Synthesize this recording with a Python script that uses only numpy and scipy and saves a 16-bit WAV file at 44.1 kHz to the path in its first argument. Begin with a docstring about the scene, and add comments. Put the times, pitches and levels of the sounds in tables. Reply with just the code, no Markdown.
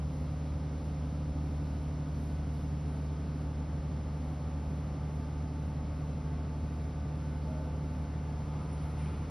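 """Paper line in a factory hall

A paper machine runs at a steady speed, heard from a slowly moving viewpoint above it.
Its main shaft hums and shakes the frame; two drives whine and beat, shifting as the viewpoint turns.
Rollers rumble and the moving sheet of paper hisses. Now and then a dry guide squeaks
or a panel rings, and near the end the paper scrapes over an edge."""
import sys
import numpy as np
from scipy.fft import rfft, irfft, next_fast_len
from scipy.io import wavfile
from scipy.ndimage import map_coordinates

SR = 44100
rng = np.random.default_rng(int(sys.argv[2]) if len(sys.argv) > 2 else 0)


def transcribe(signal):
    """Save signal, clipped to [-1, 1], as a 16-bit WAV file at the path in sys.argv[1]."""
    frames = np.atleast_2d(signal).T
    limited = np.clip(frames, -1, 1)
    pcm = np.round(limited * 32767).astype(np.int16)
    wavfile.write(sys.argv[1], SR, pcm)


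N = 410129
TIME = np.arange(N) / SR
SHAFT_HZ, MOTOR_HZ, GEAR_HZ = 12.503, 124.78, 220.5


def amp(db):
    """Turn decibels into a gain."""
    return 10 ** (np.asarray(db) / 20)


def along(points, hz):
    """Read between the (f/Hz, value) rows of a table, with octaves evenly spaced."""
    f, value = np.transpose(points)
    return np.interp(np.log(hz + 1), np.log(f + 1), value)


def wobble(rate):
    """A smooth random curve through `rate` new values a second."""
    times = np.linspace(0, N / SR, 1024)
    curve = map_coordinates(rng.standard_normal(size=512), [times * rate], mode="wrap")
    return np.interp(TIME, times, curve)


def filtered(x, response):
    """Multiply each frequency in x by response(hz)."""
    size = next_fast_len(N + SR // 4, True)
    return irfft(rfft(x, size) * response(np.fft.rfftfreq(size, 1 / SR)), size)[..., :N]


def facing(near_db, far_db):
    """The dB gained as the viewpoint turns to the near unit, then to the far end of the line."""
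    def turn(start_s, length_s):
        return np.sin(np.pi / 2 * np.clip((TIME - start_s) / length_s, 0, 1)) ** 2
    return near_db * turn(2.4, 2.4) + far_db * turn(8.05, 0.64)


# How far a tone's phase strays at each microphone: f/Hz, angle/rad
PHASE_STRAY = [(80, .01), (250, 0.053), (600, .11), (900, 0.28), (1200, .26), (1500, 0.41), (2000, .1)]
def tone(hz, drift):
    """A stereo tone whose phase drifts in the hall's standing waves, a little differently per side."""
    cycles = hz * TIME + rng.random()
    phase = 2 * np.pi * (cycles % 1) + drift * wobble(1.595)
    stray = along(PHASE_STRAY, hz) * wobble(1.485)
    return np.sqrt(2) * np.cos([phase + stray, phase - stray])


def whine(hz, db, near_db, far_db):
    """A tone that slowly swells and fades in the hall and follows the turns; high ones waver most."""
    waver_db = 1.54 * hz / 1000 * wobble(5)
    return amp(db + facing(near_db, far_db) + waver_db + 0.8 * wobble(1.28)) * tone(hz, drift=0.2)


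# How alike noise is on the left and right: f/Hz, likeness (1 = fully alike)
LIKENESS = [(80, .9999), (200, 1), (400, 0.98), (600, .975), (800, 0.91), (1200, 0.78), (1620, 0.48),
            (2000, 0.98), (2600, 0.99), (3200, .999), (4000, 1), (4450, 0.95), (5000, 0.9), (5400, 1),
            (6000, 0.61), (6600, 1), (8200, 1), (8950, .55), (9900, .998), (11600, 0.96)]
# How far the left side runs ahead: f/Hz, angle/rad
LEFT_LEAD = [(500, 0), (950, .2), (1700, -.3), (2200, .1), (5300, .05), (5650, .65), (6000, 1.55),
             (6350, 2.4), (6600, 3.14), (8200, 3.14), (8650, 3.9), (8950, 4.7), (9300, 5.8), (9900, 6.28)]
def rush(colour):
    """Stereo noise shaped by colour(hz), as two close microphones hear it, scaled to rms 1."""
    def mid_and_side(hz):
        spread = np.arccos(np.clip(along(LIKENESS, hz), -1, 1)) / 2
        return colour(hz) * [np.cos(spread), np.sin(spread)]
    mid, side = filtered(rng.standard_normal((2, N)), mid_and_side)
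    pair = np.array([mid + side, mid - side])
    pair = filtered(pair, lambda hz: np.exp(1j * np.array([[.5], [-.5]]) * along(LEFT_LEAD, hz)))
    return pair / np.sqrt(np.mean(pair ** 2))


def noise(points):
    """Stereo noise shaped by a table of f/Hz, relative level/dB."""
    return rush(lambda hz: amp(along(points, hz)))


# The two main hum tones: multiple of the shaft speed, level/dB
HUM_TONES = [(6, -37.7), (12, -40.3)]
def shaft_hum(angle):
    """Six pushes in each turn of the shaft make a low hum."""
    out = np.zeros(N)
    for multiple, db in HUM_TONES:
        level = amp(db + facing(near_db=-0.9, far_db=0.2) + 0.25 * wobble(3.1))
        out += level * np.sqrt(2) * np.cos(round(multiple) * angle)
    return out


# The frame's strongest vibrations: multiple of the shaft speed, level/dB
FRAME_TONES = [(3, -67), (4, -63.5), (5, -56.5), (7, -58.5), (8, -66.5), (9, -54.5), (11, -57), (13, -59.5),
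               (14, -64), (15, -64.5), (16, -62), (21, -60), (22, -59.5), (38, -74), (42, -63.5),
               (44, -70.5), (45, -70), (47, -69.5), (48, -68.5), (52, -74), (54, -72.5), (55, -73),
               (58, -71), (59, -76.5), (60, -75), (66, -77), (71, -73.5), (75, -78.5), (80, -79.5),
               (81, -79.5), (93, -75.5), (120, -79), (126, -80)]
def frame():
    """The frame shakes along with the shaft, each tone fading in and out on its own."""
    return sum(amp(db + 2 * wobble(2.6)) * tone(round(multiple) * SHAFT_HZ, drift=0.32)
               for multiple, db in FRAME_TONES)


# The outline of the rattle's many weak tones: f/Hz, relative level/dB
RATTLE_SHAPE = [(320, -75), (600, -77), (900, -78.5), (1200, -83), (1700, -88.5), (2200, -89),
                (2700, -103.5)]
def gear_teeth(angle):
    """The teeth repeat one rattle every turn; it arrives by four paths that slowly trade strength."""
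    multiples = np.arange(25, 216)
    one_turn = np.linspace(0, 2 * np.pi, 2048)
    shares = np.array([wobble(0.7) for path in range(4)])
    out = np.zeros(N)
    for share in shares / np.linalg.norm(shares, axis=0):
        sizes = amp(along(RATTLE_SHAPE, multiples * SHAFT_HZ)) * rng.standard_normal(len(multiples))
        phases = 2 * np.pi * rng.random((len(multiples), 1))
        rattle = sizes @ np.cos(multiples[:, None] * one_turn + phases)
        out += 1.4 * share * np.interp(angle % (2 * np.pi), one_turn, rattle)
    return out


# The motor's tones: multiple of its speed, level/dB, near-turn gain/dB, far-turn gain/dB
MOTOR_TONES = [(2, -53, -0.5, -4.5), (4, -66, -0.5, 2), (5, -74, -0.5, -3), (6, -71, 5, 0.5),
               (9, -78, 2, -5), (10, -72.5, -4.5, 9.5), (18, -86, 0, 3), (20, -88.5, 1, 4)]
# How its clearest whines, at 7, 8, 11 and 12 times its speed, swell and fade: t/s, level/dB
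SWELL_7 = [(0, -79), (2.2, -75), (2.9, -70), (3.9, -66.5), (4.6, -61.5), (6.2, -62), (6.9, -63.5),
           (7.5, -61), (8.3, -61.5), (9.3, -62)]
SWELL_8 = [(0, -71.5), (1.0, -68), (2.6, -73), (4.2, -73), (4.6, -67), (5.5, -79), (8, -79), (8.3, -68),
           (8.7, -63.5), (9.0, -66.5), (9.3, -64)]
SWELL_11 = [(0, -85), (5, -84), (5.8, -77), (6.8, -79), (7.5, -72), (8, -72.5), (8.4, -76), (9, -70),
            (9.3, -72)]
SWELL_12 = [(0, -79), (1.2, -79), (1.6, -69.5), (3.5, -73.5), (5, -81), (6.5, -75), (7.1, -72), (8, -69.5),
            (8.4, -76), (8.7, -74), (9.3, -76)]
def motor():
    """The drive motor whines at whole multiples of its speed."""
    out = sum(whine(round(multiple) * MOTOR_HZ, *levels) for multiple, *levels in MOTOR_TONES)
    for multiple, swell in ((7, SWELL_7), (8, SWELL_8), (11, SWELL_11), (12, SWELL_12)):
        db = np.interp(TIME, *np.transpose(swell)) + 1.1 * wobble(7)
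        out += amp(db) * tone(multiple * MOTOR_HZ, drift=0.2)
    return out


def pinion(teeth):
    """The small gear on the shaft sings at the rate its teeth meet."""
    return whine(teeth * SHAFT_HZ, db=-51.5, near_db=-3, far_db=-1)


# The roller gear's tones: multiple of GEAR_HZ, level/dB, near-turn gain/dB, far-turn gain/dB
GEAR_TONES = [(1, -61.5, 0, 0), (2, -66, 2, 0), (3, -79.5, -1, -3), (4, -68.5, 2.5, 2), (5, -75.5, 1.5, 0)]
def roller_gear():
    """The gear whines; its fourth multiple lies so near the motor's seventh that the two beat."""
    return sum(whine(round(multiple) * GEAR_HZ, *levels) for multiple, *levels in GEAR_TONES)


# Fan and bearing tones: f/Hz, level/dB, near-turn gain/dB, far-turn gain/dB
FAN_TONES = [(83.2, -57.5, 0, 0), (180, -64.5, 0, 0), (417.5, -70.5, 0, 0), (533.2, -74, 0, 0),
             (581.7, -72, 0, 0), (703.5, -70, 3.5, -4), (1185.6, -74, 3, 3), (2074.5, -81, 0, 0)]
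def fans():
    """Spinning fans and bearings each add a lone tone."""
    return sum(whine(*row) for row in FAN_TONES)


# The rollers' deep rumble, higher whirr and drumming: f/Hz, relative level/dB
RUMBLE_SHAPE = [(15, -18.5), (33, -19), (43, -3.5), (63, 2), (85, 0), (105, -2), (155, 1), (220, -3.5),
                (285, -8.5), (340, -15), (600, -59)]
WHIRR_SHAPE = [(200, -21), (320, 0.5), (430, 0.5), (620, -5), (880, -5.5), (1050, -18), (1600, -53)]
DRUM_SHAPE = [(150, -38.5), (205, -3), (250, 2), (270, -2), (300, -13), (360, -43.5)]
def rollers():
    """The rollers drum unevenly, and their rumble and whirr throb once per turn of the shaft."""
    throb = np.cos(2 * np.pi * SHAFT_HZ * TIME)
    rumble = amp(-43.5 + 1.1 * throb + 0.7 * wobble(5.5)) * noise(RUMBLE_SHAPE)
    whirr_db = -53.5 + facing(near_db=-0.3, far_db=1.3) + 0.7 * throb + 0.36 * wobble(8.7)
    whirr = amp(whirr_db) * noise(WHIRR_SHAPE)
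    drumming = amp(-55 + 2.9 * wobble(7)) * noise(DRUM_SHAPE)
    return rumble + whirr + drumming


# The paper's rush and its high hiss: f/Hz, relative level/dB
RUSH_SHAPE = [(600, -22), (1000, -1), (1280, 2.5), (1430, -2), (1800, -6.5), (2150, -6.5), (2700, -11),
              (3600, -27), (6000, -58)]
HISS_SHAPE = [(1500, -25), (2800, 2.5), (3500, 1.5), (5600, 0.5), (7000, -1.5), (8000, -7), (9000, -9.5),
              (10200, -8.5), (11200, -18), (11800, -30)]
def paper():
    """The sheet rushes over the rollers, loudest toward the far end."""
    rush_db = -61 + facing(near_db=0.85, far_db=2) + 0.43 * wobble(10)
    hiss_db = -64 + facing(near_db=-0.8, far_db=1.1) + 0.08 * wobble(1.6) + 0.17 * wobble(14)
    return amp(rush_db) * noise(RUSH_SHAPE) + amp(hiss_db) * noise(HISS_SHAPE)


def burst(start, db, fade_s, rise_s):
    """The level of a sound that builds up and dies away in the hall, losing 60 dB in fade_s."""
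    age = np.maximum(TIME - start, 0)
    return amp(db - 60 * age / fade_s) * (1 - np.exp(-age / rise_s))


def rubbed(events, resonances, rise_s, flutter_db):
    """Rubbing makes a part ring in fluttering bursts of noise; overlapping bursts add their power."""
    def body(f):
        return sum(amp(db) * np.abs(f * width / (hz * hz - f * f + 1j * f * width)) ** 1.7
                   for hz, width, db in resonances)
    swell = np.sqrt(sum(burst(*event, rise_s) ** 2 for event in events))
    return swell * amp(flutter_db * wobble(40)) * rush(body)


# Thin, high squeaks: t/s, f/Hz, level/dB, fade/s
GUIDE_SQUEAKS = [(.42, 9700, -83, .8), (2.86, 9620, -73, 1), (2.97, 9600, -79, .5), (6.1, 9700, -80, 0.91),
                 (8.605, 9750, -71, .35), (8.68, 9600, -73, .5), (8.722, 9720, -62.5, .25),
                 (8.785, 11050, -77, 0.9), (8.805, 9740, -69, .8), (8.84, 11200, -76.5, 1.0),
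                 (8.98, 9560, -62, 0.22), (8.99, 11150, -83, 1), (9.0, 9600, -69.5, 1.2)]
def guide(width_hz):
    """Rubbing makes a dry guide squeak in one narrow band, whose pitch varies from squeak to squeak."""
    return sum(rubbed([(start, db, fade_s)], [(hz, width_hz, 0)], rise_s=0.007, flutter_db=0.9)
               for start, hz, db, fade_s in GUIDE_SQUEAKS)


# The panel's brief notes: t/s, f/Hz, level/dB, fade/s
PANEL_NOTES = [(2.87, 385, -50, .5), (2.905, 648, -48.5, 0.6), (3.0, 655, -57, .4), (3.15, 480, -52, .5),
               (7.46, 626, -45.5, 0.7), (7.47, 506, -51, 0.75), (7.47, 1385, -63, 0.83),
               (7.495, 244, -38, .4), (7.595, 622, -52, .45), (7.65, 496, -50, .35), (7.84, 630, -53.5, .5),
               (8.255, 1700, -63, .5)]
def panel():
    """A guard panel rings with an unsteady pitch, each note swelling and fading in the hall."""
    out = np.zeros(N)
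    for start, hz, db, fade_s in PANEL_NOTES:
        phase = 2 * np.pi * (hz * TIME + rng.random()) + 0.9 * wobble(22)
        level = burst(start, db, fade_s, rise_s=0.03) * amp(2 * wobble(30))
        out += level * np.sqrt(2) * np.cos(phase)
    return out


# Soft scrapes: t/s, level/dB, fade/s
EDGE_SCRAPES = [(8.8, -65.5, 0.8), (8.966, -59.5, 0.5), (8.99, -56.5, .33), (9.05, -57.5, 0.4),
                (9.12, -64, .9)]
# Where the edge rings: f/Hz, width/Hz, relative level/dB
EDGE_RESONANCES = [(1900, 450, -2), (2310, 420, 1), (2950, 900, -3.5), (5000, 2400, -13)]
def edge():
    """The paper brushes over an edge and stirs its broad resonances."""
    return rubbed(EDGE_SCRAPES, EDGE_RESONANCES, rise_s=0.005, flutter_db=0.6)


# How much louder the left side is than the right: f/Hz, level/dB
BALANCE = [(80, 0), (200, -.9), (400, -1.2), (750, -.2), (1000, 1), (1350, 1.2), (2000, .3), (3000, 0)]
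def scene():
    """The whole line, heard at two closely spaced microphones."""
    angle = 2 * np.pi * SHAFT_HZ * TIME + 0.016 * wobble(2)  # how far the shaft has turned
    shaft = shaft_hum(angle) + frame() + gear_teeth(angle)
    drives = motor() + pinion(teeth=23) + roller_gear() + fans()
    hall = shaft + drives + rollers() + paper() + guide(width_hz=340) + panel() + edge()
    return filtered(hall, lambda hz: amp(np.array([[.5], [-.5]]) * along(BALANCE, hz)))


def record(dry):
    """Cut away the very highest treble."""
    return filtered(dry, lambda hz: hz < 11850)


dry = scene()
out = record(dry)
transcribe(out)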